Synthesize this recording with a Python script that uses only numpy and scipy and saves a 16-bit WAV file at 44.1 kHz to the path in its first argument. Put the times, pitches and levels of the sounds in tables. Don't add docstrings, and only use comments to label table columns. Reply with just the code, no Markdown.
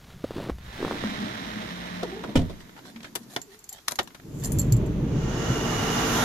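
import sys
import numpy as np
from scipy import signal
from scipy.fft import rfft, irfft, next_fast_len
from scipy.io import wavfile
from scipy.ndimage import uniform_filter1d, map_coordinates

SR = 44100
rng = np.random.default_rng(int(sys.argv[2]) if len(sys.argv) > 2 else 0)


def transcribe(signal):
    frames = np.atleast_2d(signal).T
    limited = np.clip(frames, -1, 1)
    pcm = np.round(limited * 32767).astype(np.int16)
    wavfile.write(sys.argv[1], SR, pcm)


N = 275184

# freq_hz, likeness (1 = identical sides)
SNOW_ALIKE = [(60, 1.0), (240, 1.0), (950, 1.0), (3770, 1.0), (15000, 1.0)]
NEAR_ALIKE = [(100, 0.92), (500, 0.71), (2000, 0.031), (10000, 0.12)]
CAR_ALIKE = [(60, 0.99), (150, 0.98), (380, 0.83), (950, 0.24), (2380, 0.2), (5980, 0.02), (15000, 0.02)]
# freq_hz, left_minus_right_db
CENTRE = [(1000, 0)]
CAR_PAN = [(60, 0.5), (110, 0.0), (200, 1), (380, -5), (700, -1.5), (1290, -2), (2380, -4), (4400, -6),
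           (8120, -13.5), (15000, 45)]
KEY_PAN = [(1000, 6.5), (4400, 0.5), (7400, -6.5), (8300, 9), (10000, 15), (14000, 12)]
# freq_hz, level_db
RUMBLE_SPECTRUM = [(15, 3.5), (35, -13), (70, -1), (180, -4), (400, -27.5), (1500, -90)]
# freq_hz, level_db
BODY_SPECTRUM = [(71, -56), (120, -6.5), (156, -8), (183, -5), (220, -1.5), (330, -9), (827, -34),
                 (900, -19), (1170, -32), (1980, -120)]


def amp(db):
    return 10 ** (np.asarray(db) / 20)


def unit(x):
    return x / np.sqrt(np.mean(x ** 2) + 1e-20)


def along(points, hz):
    f, v = np.transpose(points)
    return np.interp(np.log(hz + 1), np.log(f + 1), v)


def wobble(rate):
    knots = rng.standard_normal(int(N * rate / SR) + 4)
    return map_coordinates(knots, [np.arange(N) * rate / SR])


def ramp(start, length):
    return np.clip((np.arange(N) / SR - start) / length, 0, 1)


def swell(start, end, attack, release):
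    t = np.arange(N) / SR
    before = np.maximum(start - t, 0)
    after = np.maximum(t - end, 0)
    return amp(-20 * (before / attack + after / release))


def filtered(x, response):
    n = x.shape[-1]
    m = next_fast_len(n + 8192)
    return irfft(rfft(x, m) * response(np.fft.rfftfreq(m, 1 / SR)), m)[..., :n]


def sides(pan_db):
    g = amp(np.array([[.5], [-.5]]) * pan_db)
    return g / g.mean(0)


def add(track, s, sound):
    part = track[:, max(round(s * SR), 0):][:, :sound.shape[-1]]
    part += sound[..., :part.shape[1]]


def rush(spectrum, alike, pan=CENTRE, size=N, drive=1):
    def mid_and_side(hz):
        spread = np.tan(np.arccos(np.clip(along(alike, hz), -.6, 1)) / 2)
        return amp(along(spectrum, hz)) * np.array([np.ones_like(hz), spread])

    mid, side = filtered(drive * rng.standard_normal((2, size)), mid_and_side)
    stereo = np.array([mid + side, mid - side]) / mid.std()
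    return filtered(stereo, lambda hz: sides(along(pan, hz)))


def grains(rate, scatter_db):
    return (rng.random(N) < rate / SR) * amp(scatter_db * rng.standard_normal(N))


def ring(modes, t, scatter_db):
    return sum(amp(db + scatter_db * rng.normal() - 60 * t / t60) * np.sin(2 * np.pi * hz * t)
               for hz, db, t60 in modes)


def pop(t, hz, cycles):
    age = 4 * t * hz / cycles
    return age * np.exp(1 - age) * np.sin(2 * np.pi * hz * t)


def hum(lines, waver, flutter_db):
    out = np.zeros((2, N))
    for hz, db in lines:
        phase = 2 * np.pi * np.cumsum(hz * (1 + waver * wobble(60))) / SR
        lag = np.array([[.5], [-.5]]) * min(hz / 900, 1)
        out += amp(db) * unit(amp(flutter_db * wobble(15)) * np.sin(phase + lag))
    return out


def patchy(x, depth_db):
    z = signal.stft(x, nperseg=512)[2]
    across_hz = uniform_filter1d(rng.standard_normal(z.shape[1:]), size=3, axis=0)
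    field = uniform_filter1d(across_hz, size=12, axis=1)
    gain = unit(amp(depth_db * unit(field)))
    return signal.istft(z * gain, nperseg=512)[1][:, :x.shape[1]]


def steady(x, size):
    power = np.abs(uniform_filter1d(x.mean(0) ** 2, size=size))
    return x / np.sqrt(power + .1)


def background():
    # freq_hz, level_db
    air = [(15, -33), (25, 11.5), (274, -3), (411, 3.5), (552, -13), (666, -4.5), (1450, -7.5), (2700, -12),
           (6930, -10), (8140, -18.5), (13900, -13), (15500, -46)]
    outdoor_db, indoor_db = -58, -58.5
    indoors = ramp(.59, length=.049)
    room = filtered(rush(air, NEAR_ALIKE), lambda hz: amp(along([(30, -6), (120, 0.5)], hz)))
    return amp(outdoor_db) * (1 - indoors) * rush(air, SNOW_ALIKE) + amp(indoor_db) * indoors * room


def boots():
    # start_s, end_s, packing_db, crackle_db, powder_db (before a swish boost)
    steps = [(0.092, 0.133, -63, -66, -60.5), (0.365, 0.438, -38, -53, -53),
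             (0.472, 0.496, -35.5, -49, -57), (0.802, 0.959, -34.5, -54, -50.5)]
    slips = list([(.2406, -18.5, 283, 2, -12), (.244, -20.5, 536, 3.6, -18), (.308, -20, 430, 1.2, -17),
                  (.3165, -32, 300, 1, -5), (.362, -26, 270, 2.8, -11), (.3715, -25.5, 325, 1.3, -9),
                  (.3825, -23, 396, 1.1, -6), (.4005, -27, 560, 2.7, -7), (.424, -39, 480, 1.6, -7),
                  (.432, -32, 420, 0.97, -4), (.4425, -35, 620, 1.4, -3), (.4625, -27, 398, 1.4, -6),
                  (.4705, -35, 640, 1.8, -5), (.4905, -26, 390, 1.6, -10), (.4968, -15.5, 382, 1.34, -8),
                  (.5015, -21.5, 690, 0.67, -10), (.585, -25, 696, 0.18, -28), (.795, -32.5, 614, 1.4, -7),
                  (.802, -30, 395, 3.1, -14), (.8275, -19.5, 396, 2.1, -2), (.849, -17.5, 455, 1.5, -0.5),
                  (.8805, -21.5, 420, 0.97, 1), (.911, -17.5, 594, 1.3, -3), (.9218, -22, 350, 1, 0.5),
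                  (.937, -31, 442, 1.6, -5), (.955, -28, 418, 1.7, -10), (.9745, -27, 480, 1.4, -16),
                  (1.039, -18.5, 484, 1.1, -3)])
    # freq_hz, level_db
    packing_spectrum = [(76, -13), (150, -0.5), (260, 0.5), (380, -1), (480, -10), (620, -12), (800, -14),
                        (1450, -44), (2500, -35), (5500, -90)]
    crackle_spectrum = [(300, -23), (600, 2), (1000, -5), (1700, -3), (3000, -16), (5000, -22), (9000, -47)]
    powder_spectrum = [(530, -2), (900, -3), (1450, -4), (2480, -8), (3720, -7.5), (6280, -20),
                       (10600, -24.5), (12700, -30), (15500, -27)]
    pack_attack_s, swish_attack_s, release_s = .044, .28, .049
    small_slips, small_slip_db, small_slip_hz = 3, -6, 580

    packing, crackle, powder = np.zeros((3, N))
    for start, end, packing_db, crackle_db, powder_db in steps:
        weight = swell(start, end, pack_attack_s, release_s)
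        packing += amp(packing_db) * weight
        crackle += amp(crackle_db) * weight
        powder += amp(powder_db) * swell(start, end, swish_attack_s, release_s)
        for k, (late, pitch) in enumerate(rng.standard_normal((small_slips, 2))):
            s = start + (end - start) * (k + .5 + 0.19 * late) / small_slips
            slips.append((s, packing_db + small_slip_db, small_slip_hz * np.exp(.18 * pitch), 1.8, -8))

    out = packing * rush(packing_spectrum, SNOW_ALIKE, drive=grains(rate=1100, scatter_db=3))
    out += crackle * rush(crackle_spectrum, SNOW_ALIKE, drive=grains(rate=450, scatter_db=1.5))
    out += amp(5.5) * powder * rush(powder_spectrum, SNOW_ALIKE, drive=grains(rate=3500, scatter_db=-1.0))
    t = np.arange(SR // 25) / SR
    for s, db, hz, cycles, crack_db in slips:
        crack = amp(crack_db) * pop(t, hz=970, cycles=1.66)
        crumble = amp(-23.0 - 60 * t / 0.053) * rush(powder_spectrum, SNOW_ALIKE, size=len(t))
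        add(out, s, amp(db) * (pop(t, hz, cycles) + crack + crumble))
    breeze = amp(-44.5) * swell(.37, 1, attack=2.4, release=0.28) * rush(RUMBLE_SPECTRUM, SNOW_ALIKE)
    return out + breeze


def thuds():
    # start_s, envelope_peak_db, pitch_hz, rise_s, t60_s
    blows = [(0.136, -40, 187, 0.0032, 0.18), (0.507, -27.5, 59, 0.0052, 0.25), (.675, -35, 53, .008, 0.13),
             (1.04, -26, 215, 0.0039, 0.26), (1.209, -27.5, 212, 0.0033, 0.18),
             (2.287, -28, 218, 0.0039, 0.11), (2.954, -35, 230, 0.0069, 0.2),
             (3.208, -37.5, 244, 0.0053, 0.066), (4.563, -17, 98, 0.0035, 0.16),
             (4.67, -17.5, 148.5, 0.015, 0.19), (4.714, -10, 118, 0.017, 0.11),
             (4.777, -16, 144, 0.0029, 0.098), (5.16, -22, 150, .008, .1), (5.496, -16, 128, 0.005, 0.088)]
    out, t = np.zeros((2, N)), np.arange(SR // 2) / SR
    for s, db, hz, rise, t60 in blows:
        envelope = (1 - np.exp(-(t / rise) ** 2)) * amp(-60 * t / t60)
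        add(out, s, amp(db) * envelope / envelope.max() * np.sin(2 * np.pi * hz * t))
    return out


def garage_door():
    # freq_hz, level_db
    panel_spectrum = [(21, -45), (35, -46), (54, -4), (80, -25), (103, -4), (134, -10.5), (166, -6),
                      (211, 2.5), (320, -8.5), (356, -10), (382, -12.5), (579, -25), (600, -10.5),
                      (780, -22), (1320, -120)]
    roller_spectrum = [(260, -52), (450, -1.5), (650, -2), (900, -0.5), (1500, -2), (1870, 0), (2700, -9),
                       (3850, -5.5), (4600, -16), (5500, -14), (8100, -28), (13800, -31), (15500, -69)]
    # pitch_hz, level_db (before the motor's overall level)
    motor_lines = [(59.2, -53), (177.6, -42), (355, -67), (624.5, -49), (712, -74)]
    # freq_hz, likeness
    alike = [(100, 0.99), (500, 0.97), (2000, 0.32), (8000, 0.033)]
    # freq_hz, left_minus_right_db
    pan = [(60, -0.5), (110, 0.0), (200, -1.0), (380, 4), (700, -3.5), (1290, -3), (2380, -7), (4400, -8.5),
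           (8120, 6), (15000, 6)]
    start_s, run_up_s, left_behind_s, fade_s = .57, .47, 1.98, .8
    drone_db, drone_sag_db_per_s = -34, 9.5
    roller_db, roller_sag_db_per_s = -37.5, 4
    motor_db, motor_growth_db_per_s = -11.5, 13.5

    speed = ramp(start_s, run_up_s)
    full_speed_s = start_s + run_up_s
    lifting = np.clip(np.arange(N) / SR, full_speed_s, left_behind_s) - full_speed_s
    heard = swell(0, left_behind_s, fade_s, fade_s)
    drone_level = amp(drone_db - drone_sag_db_per_s * lifting + 1.1 * wobble(9.6))
    drone = speed ** 2 * drone_level * rush(panel_spectrum, alike)
    roller_level = amp(roller_db - roller_sag_db_per_s * lifting + 0.35 * wobble(60))
    rolling = roller_level * rush(roller_spectrum, alike, pan, drive=grains(rate=6000, scatter_db=-0.5))
    motor_level = amp(motor_db + motor_growth_db_per_s * lifting)
    motor = motor_level * hum(motor_lines, waver=.006, flutter_db=2)
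    lead_s = np.array([[.5], [-.5]]) * 0.00043
    return filtered(heard * speed * (drone + rolling + motor), lambda hz: np.exp(2j * np.pi * hz * lead_s))


def car_door():
    # start_s, level_db, t60_s
    handle = [(2.03, -13.5, 0.046), (2.236, -25, 0.1), (2.29, -30, 0.085), (2.496, -29.5, 0.13)]
    # start_s, clack_db, panel_ring_db, steel_ring_db
    latch = [(2.3546, -2.5, -3.5, -23), (2.3604, -7.5, -28, -26), (2.3691, -8.5, -11, -26.5),
             (2.389, -15, -14, -42), (2.412, -26, -15.5, -52), (2.437, -36, -23, -60)]
    # freq_hz, level_db
    grip_spectrum = [(110, -18), (180, -4), (322, 1), (518, 0.5), (668, 1), (847, -26), (980, -12.5),
                     (1460, -15.5), (1750, -33), (3570, -17.5), (4520, -25), (14000, -43), (15000, -70)]
    clack_spectrum = [(180, -17), (240, 4.5), (295, -2), (350, -14), (423, -12), (568, -5), (1020, -20),
                      (1470, -25), (1910, -26), (2300, -21), (2700, -26), (3020, -18), (3400, -23.5),
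                      (4320, -30), (5800, -30), (14000, -44.5), (15000, -71)]
    # freq_hz, level_db, t60_s
    door_modes = [(37.6, -28, 0.7), (88, -18, .3), (117.4, -17, 0.2), (163, -4.5, 0.15), (253, 4, 0.045),
                  (290, -11, .05), (421, -23.5, 0.15), (526, -13, 0.063), (697, -26, 0.1)]
    steel_modes = [(1130, -10, 0.074), (1470, -4, 0.093), (1790, -6, .08), (2380, -7, 0.06),
                   (2970, 6.5, 0.033), (3360, -4, 0.05), (3900, -7, .05), (5460, -7, .05)]

    out, t = np.zeros((2, N)), np.arange(SR) / SR
    for s, db, t60 in handle:
        envelope = amp(db - 5.0 - 60 * t / t60) * (1 - np.exp(-t / 0.00083))
        add(out, s, envelope * rush(grip_spectrum, NEAR_ALIKE, size=SR))
    for s, clack_db, panel_db, steel_db in latch:
        clack_envelope = amp(-10.5 - 60 * t / 0.067) * (1 - np.exp(-t / 0.0035))
        clack = clack_envelope * rush(clack_spectrum, NEAR_ALIKE, size=SR)
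        panel = ring(door_modes, t, scatter_db=1) * (1 - np.exp(-t / 0.0076))
        steel = np.array([ring(steel_modes, t, scatter_db=6.0) for ear in range(2)])
        steel *= 1 - np.exp(-t / 0.0017)
        steel /= np.abs(steel).max()
        add(out, s, amp(clack_db) * clack + amp(panel_db) * panel + amp(steel_db) * steel)
    boom = rush(RUMBLE_SPECTRUM, NEAR_ALIKE, size=SR) + amp(-11.5) * rush(grip_spectrum, NEAR_ALIKE, size=SR)
    add(out, latch[0][0], amp(-24 - 60 * t / .5) * boom)
    return out


def creak():
    # start_s, length_s, first_pitch_hz, last_pitch_hz, level_db
    glides = [(2.032, 0.046, 539, 347, -32.5), (2.128, 0.038, 385, 395, -34.5),
              (2.165, 0.09, 435, 457, -42)]
    fall_db = 10
    out = np.zeros(N)
    for s, length, first_hz, last_hz, db in glides:
        travel = ramp(s, length)
        hz = (first_hz + (last_hz - first_hz) * travel) * (1 + .04 * wobble(260))
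        phase = 2 * np.pi * np.cumsum(hz) / SR
        level = amp(db - fall_db * travel + 3.55 * wobble(110))
        level *= swell(s, s + length, attack=0.012, release=0.13)
        out += level * unit(np.sin(phase) + amp(-11.0) * np.sin(2 * phase))
    return out


def taps():
    # start_s, peak_db, centre_hz, t60_s
    contacts = [(2.238, -25, 950, 0.097), (2.292, -36, 1300, 0.06), (2.4158, -33, 3500, 0.028),
                (2.605, -38, 1910, 0.031), (2.693, -36.5, 1920, 0.027), (2.764, -37, 1480, 0.062),
                (2.788, -39.5, 1670, 0.047), (2.852, -37, 1170, 0.047), (2.895, -42, 1500, 0.036),
                (2.96, -32.5, 2090, 0.067), (3.004, -36.5, 2510, .04), (3.03, -34, 3200, .04),
                (3.044, -28.5, 1870, 0.092), (3.546, -43, 1470, 0.033), (3.785, -43, 1600, 0.053),
                (4.104, -41.5, 1500, 0.082), (4.149, -36, 1640, 0.057), (4.198, -38, 1690, 0.032),
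                (4.235, -47, 1750, 0.029)]
    # multiple_of_centre, level_db
    tap_shape = [(.2, -2), (.45, -4), (.7, -5), (1, 0), (1.4, -6), (2.1, -10), (4, -25), (7, -44)]
    out, t = np.zeros((2, N)), np.arange(SR // 8) / SR
    for s, db, hz, t60 in contacts:
        band = [(hz * multiple, level) for multiple, level in tap_shape]
        envelope = amp(-60 * t / t60) * (1 - np.exp(-t / 0.00061))
        tick = envelope * rush(band, NEAR_ALIKE, size=len(t))
        add(out, s, amp(db) * tick / np.abs(tick).max())
    return out


def fumbling():
    # start_s, end_s, level_db
    shifts = [(2.265, 2.35, -39), (2.81, 3.32, -52), (4.02, 4.06, -55)]
    # centre_s, level_db, length_s, centre_hz
    brushes = [(2.613, -51.5, 0.024, 3400), (2.787, -51.5, 0.032, 2120), (2.878, -49, 0.05, 3240),
               (2.966, -59, 0.011, 3000), (3.055, -49.5, 0.045, 2760), (3.231, -55.5, 0.022, 6500),
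               (3.305, -58, 0.0073, 6500), (3.341, -48.5, 0.062, 6700), (3.535, -54, 0.04, 5240),
               (3.757, -53.5, 0.068, 3960), (4.45, -43, 0.036, 3000)]
    # freq_hz, level_db
    sleeve_spectrum = [(410, 1), (700, 8), (1290, -5.5), (1760, -2.5), (2370, -17), (3500, -7.5),
                       (8550, -16.5), (13600, -18), (15500, -56)]
    # freq_hz, left_minus_right_db
    sleeve_pan = [(1000, 1.5), (4400, -6.5), (7400, -11), (8300, 10), (10000, 12), (14000, 20)]

    weight = sum(amp(db) * swell(start, end, attack=.19, release=.34) for start, end, db in shifts)
    out = weight * rush(BODY_SPECTRUM, NEAR_ALIKE)
    buzz_s, buzz_hz, buzz_db = 3.49, 417, -50.5
    buzz = hum([(buzz_hz, buzz_db)], waver=0.058, flutter_db=5.0)
    out += swell(buzz_s, buzz_s, attack=0.079, release=0.13) * buzz
    t = np.arange(SR // 4) / SR - 1 / 8
    for s, db, length, hz in brushes:
        band = []
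        for f, level in sleeve_spectrum:
            octaves = np.log2(f / hz)
            band.append((f, level - 5 * octaves ** 2 / (1 + np.abs(octaves))))
        rubbing = grains(rate=3000, scatter_db=1.5)[:len(t)]
        scrape = rush(band, NEAR_ALIKE, sleeve_pan, size=len(t), drive=rubbing)
        add(out, s + t[0], amp(db) * np.exp(-2 * (t / length) ** 2) * patchy(scrape, depth_db=5.0))
    return out


def ignition():
    # start_s, level_db, knock_db, treble_db (before a lift), left_minus_right_db, rise_s, t60_s
    clicks = [(3.1529, -17.5, -14.5, -9, 3, 0.00079, 0.043), (3.1565, -15, -13, -15.5, 3, 0.001, 0.044),
              (3.3627, -12, -7, -24.5, -2, 0.0005, 0.043), (3.878, -24, -22, -19, 3, .002, 0.036),
              (3.8815, -6.5, -27, -15, 0.5, 0.00059, 0.031), (3.9085, -23, -12, -7, 10, .004, 0.051),
              (3.919, -18, -10.5, -10, 1, 0.00057, 0.029), (3.9558, -31, -22, -4, -7, .0005, 0.047),
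              (3.986, -28, -9, -28, -3, .001, 0.026), (3.9887, -7, -10.5, -25, -2.5, 0.00045, 0.059),
              (3.9934, -15.5, -5.5, -36, 4, 0.00051, 0.05), (4.074, -31, -21, -19.5, 2, .0006, 0.056),
              (4.146, -31.5, -16, -19.5, 3, 0.0012, 0.057)]
    # freq_hz, level_db
    lock_spectrum = [(420, -17.5), (710, -5.5), (1050, 3), (1420, -8.5), (1750, -2.5), (2190, -5),
                     (2600, -6.5), (3980, -2), (4580, -5.5), (6950, -5), (8340, -15.5), (11300, -8.5),
                     (12900, -16), (14300, -16), (14700, -45), (15500, -53)]
    # freq_hz, width_hz, level_db
    column_modes = [(134, 47, 3.5), (226, 35, 7.5), (374, 106, 9), (650, 114, 8), (760, 140, 6.5),
                    (1060, 82, -1.5), (1310, 130, -0.5), (1845, 220, 1.5), (2130, 720, -10)]

    def column(f):
        return sum((-1) ** k * amp(db) * 1j * f * width / (centre * centre - f * f + 1j * f * width)
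                   for k, (centre, width, db) in enumerate(column_modes))

    out, t = np.zeros((2, N)), np.arange(SR // 4) / SR
    for s, db, knock_db, treble_db, pan_db, rise, t60 in clicks:
        crack = amp(-16.0 - 60 * t / 0.012)
        rattle = amp(-12.5 - 60 * t / t60)
        click = (crack + rattle) * patchy(rush(lock_spectrum, NEAR_ALIKE, KEY_PAN, size=len(t)), depth_db=2)
        treble_tilt = [(3500, 0.0067), (9000, treble_db + 16.0)]
        click = filtered(click * (1 - np.exp(-t / rise)), lambda hz: amp(along(treble_tilt, hz)))
        push = rush([(60, -11), (250, -11)], [(300, 0.86), (1000, 0.11)], size=len(t))
        knock = filtered(amp(-60 * t / 0.064) * push, column)
        knock /= np.abs(knock).max()
        add(out, s, amp(db) * (sides(pan_db) * click + amp(knock_db) * knock))
    return out


def key_ring():
    # start_s, tick_db (before a trim), left_minus_right_db (before scaling), ring_db, bright_ring_db
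    jingle = [(3.4158, -23, -16, -45, -58), (3.59, -34, -1, -59, -67), (3.641, -31, -8, -66, -70),
              (3.6906, -22, 8, -40, -64), (3.727, -22, 8, -42, -60), (4.03, -31, 16, -54, -57),
              (4.4367, -20.5, -1, -40, -48), (4.446, -14, -4, -45, -52), (4.455, -20, -2, -37, -35),
              (4.471, -28, 0, -45, -48), (4.5188, -20, 11, -45, -30.5), (4.586, -12, 0, -38, -52),
              (4.5935, -21, -3, -23, -54), (4.615, -22, -2, -44, -56), (4.7225, -12, -5, -35, -60),
              (4.741, -41, 0, -62, -70), (4.766, -28, -3, -49, -70), (4.861, -36, 3, -58, -70)]
    # freq_hz, level_db, t60_s
    ring_modes = [(4296, -19, 0.16), (6350, -24, 0.054), (6950, -5, 0.055), (7370, 5.5, 0.064),
                  (10100, -18, 0.05), (11550, -5, 0.059), (12600, -16, .06), (14400, -4, .05)]
    bright_modes = [(9476, 0, .075), (9950, -9, .05), (12900, -9, .08), (13802, -7, .08)]
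    # freq_hz, level_db
    tink_spectrum = [(880, -50), (1500, -24), (3990, -22), (4360, -10), (5240, -17), (7100, -0.5),
                     (7680, -4.5), (8140, -23), (9900, -11), (10700, -16), (13000, -10), (14400, -19),
                     (15500, -59)]

    out, t = np.zeros((2, N)), np.arange(SR // 4) / SR
    for s, tick_db, pan_db, ring_db, bright_db in jingle:
        modes = [(hz, level + ring_db, t60) for hz, level, t60 in ring_modes]
        modes += [(hz, level + bright_db, t60) for hz, level, t60 in bright_modes]
        seat = 1 + .0015 * rng.normal()
        steel = np.array([ring(modes, t * seat, scatter_db=2) for ear in range(2)])
        steel *= (1 - np.exp(-t / 0.0016)) * amp(1.2 * wobble(220)[:len(t)])
        tick_envelope = amp(tick_db - 12 - 60 * t / 0.03) * (1 - np.exp(-t / .0005))
        tink = tick_envelope * patchy(rush(tink_spectrum, NEAR_ALIKE, size=len(t)), depth_db=2.5)
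        add(out, s, sides(0.42 * pan_db) * (steel + tink))
        for delay, drop_db in rng.uniform([.003, 10], [.016, 18], size=(2, 2)):
            rebound = amp(tick_db - drop_db - 11 - 60 * t / 0.018)
            add(out, s + delay, rebound * rush(tink_spectrum, NEAR_ALIKE, size=len(t)))
    sway = amp(-52.5) * swell(4.413, 4.58, attack=0.15, release=0.2)
    out += sway * rush(tink_spectrum, NEAR_ALIKE, drive=grains(rate=5800, scatter_db=3.5))
    return filtered(out, lambda hz: sides(along(KEY_PAN, hz)))


def cabin(x):
    # freq_hz, t60_s
    cabin_t60 = [(100, 0.45), (500, 0.18), (3000, 0.12), (10000, 0.15)]
    hz, t, z = signal.stft(rng.standard_normal((2, SR // 2)), SR, nperseg=256)
    decay = amp(-60 * t / along(cabin_t60, hz)[:, None])
    tail = signal.istft(z * decay, SR, nperseg=256)[1]
    return signal.fftconvolve(x, tail / np.linalg.norm(tail[0]), axes=1)[:, :N]


def driving():
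    # freq_hz, level_db
    road_spectrum = [(47, -39), (70, -3), (95, -4), (124, 4), (170, 1), (243, -5), (322, -6), (375, -10),
                     (443, -11.5), (520, -20), (610, -19), (700, -29.5), (900, -28), (1350, -42),
                     (1700, -59), (2640, -86)]
    chassis_spectrum = [(11, -33), (18, -2), (38, 3), (70, 5), (91, -22), (150, -120)]
    draught_spectrum = [(710, -12), (1200, 0.5), (2980, -5.5), (3280, -5.5), (5380, -20), (6380, -10.5),
                        (8170, -47), (14000, -36), (15500, -57)]
    road_db, chassis_db, draught_db = -26, -30, -53
    moving = ramp(4.163, length=.38) ** 1.5
    inside = np.sqrt(1 - ramp(4.98, length=.53) ** 2)
    road = amp(road_db + .9 * wobble(20)) * steady(rush(road_spectrum, CAR_ALIKE), size=SR // 9)
    shaking = swell(4.58, 5, attack=0.65, release=1.4)
    chassis = amp(chassis_db) * shaking * rush(chassis_spectrum, CAR_ALIKE)
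    draught = amp(draught_db) * rush(draught_spectrum, CAR_ALIKE, CAR_PAN)
    return moving * (chassis + inside * (road + draught))


def approaching_car():
    # freq_hz, level_db
    hall_spectrum = [(29, -27), (50, 1), (86, -11), (113, 4.5), (240, -3.5), (361, -1.5), (403, -6),
                     (445, -2), (531, -10), (700, -15), (910, -15), (1540, -120)]
    tyre_spectrum = [(180, -23), (300, 0), (446, -9.5), (535, -38), (590, -3.5), (1390, -5), (2560, -14),
                     (2880, -12.5), (4570, -18.5), (6790, -13.5), (8280, -35.5), (12300, -34.5),
                     (13800, -47), (14800, -65), (15500, -107)]
    fizz_spectrum = [(7500, -30), (8800, 2.5), (10000, 1.5), (12500, 4), (14200, -1), (15000, -52)]
    whine_spectrum = [(2450, -45), (2700, -16), (2790, -6), (2860, -3), (2902, 0), (2960, -4), (3030, -24),
                      (3250, -35), (3480, -24), (3560, -10), (3680, -24), (3830, -15), (4100, -45)]
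    # pitch_hz, level_db
    hall_lines = [(449, -42)]
    engine_lines = [(236.9, -33), (592, -59), (1136, -42), (1373, -39), (1852, -41.5)]
    sump_lines = [(899, -33), (1003, -36.5), (3262, -40), (3650, -38.5)]
    # time_s, turns_per_s
    engine_speed = [(5.1, 20.5), (5.5, 21.6), (5.85, 21.9), (5.92, 19.4), (6.02, 18.7), (6.1, 17.4)]
    speed_m_per_s, nearest_m, nearest_s = 3.32, 1.2, 6.426
    hall_db = -28.5
    tyre_db, fizz_db, whine_db, underbody_db = -24.5, -37.5, -33, -26
    engine_gain_db = 2

    t = np.arange(N) / SR
    present = ramp(4.98, length=.53)
    nearness = present ** 1.1 / np.hypot(nearest_m, speed_m_per_s * (nearest_s - t))
    hall = amp(hall_db) * steady(rush(hall_spectrum, CAR_ALIKE), size=SR // 9)
    hall = present * (hall + hum(hall_lines, waver=0.01, flutter_db=-2))
    hiss = amp(tyre_db + 0.41 * wobble(30)) * patchy(rush(tyre_spectrum, CAR_ALIKE, CAR_PAN), depth_db=0.7)
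    fizz = amp(fizz_db) * nearness * sides(9.4) * rush(fizz_spectrum, CAR_ALIKE)
    engine = amp(engine_gain_db) * hum(engine_lines, waver=.012, flutter_db=2.5)

    shaft = 2 * np.pi * np.cumsum(np.interp(t, *np.transpose(engine_speed))) / SR
    shaft -= np.interp(5.655, t, shaft)
    throb = unit(amp(3 * np.cos(shaft) + 2 * np.cos(2 * shaft)))
    whine_core = hum([(2898, -3.5)], waver=.006, flutter_db=1)
    pulley = amp(-3) * rush(whine_spectrum, NEAR_ALIKE, CAR_PAN) + whine_core
    beam = swell(5.6, 6.0, attack=4.3, release=.42)
    whine = amp(whine_db) * beam * throb * steady(pulley, size=SR // 70)

    underbody = amp(underbody_db) * nearness * rush(BODY_SPECTRUM, CAR_ALIKE)
    overhead = swell(6.17, nearest_s, attack=.047, release=.047)
    sump = overhead * hum(sump_lines, waver=0.0068, flutter_db=3)
    return hall + nearness * (hiss + fizz + engine + whine + underbody + sump)


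def scene():
    outdoors = background() + boots() + thuds() + garage_door()
    door = sides(-1.5) * (car_door() + creak())
    contacts = taps() + ignition() + key_ring()
    inside = fumbling() + contacts + cabin(amp(-14) * door + amp(-13.5) * contacts)
    return outdoors + door + inside + driving() + approaching_car()


def record(dry):
    top_hz = 15800
    return filtered(dry, lambda hz: hz < top_hz)


dry = scene()
out = record(dry)
transcribe(out)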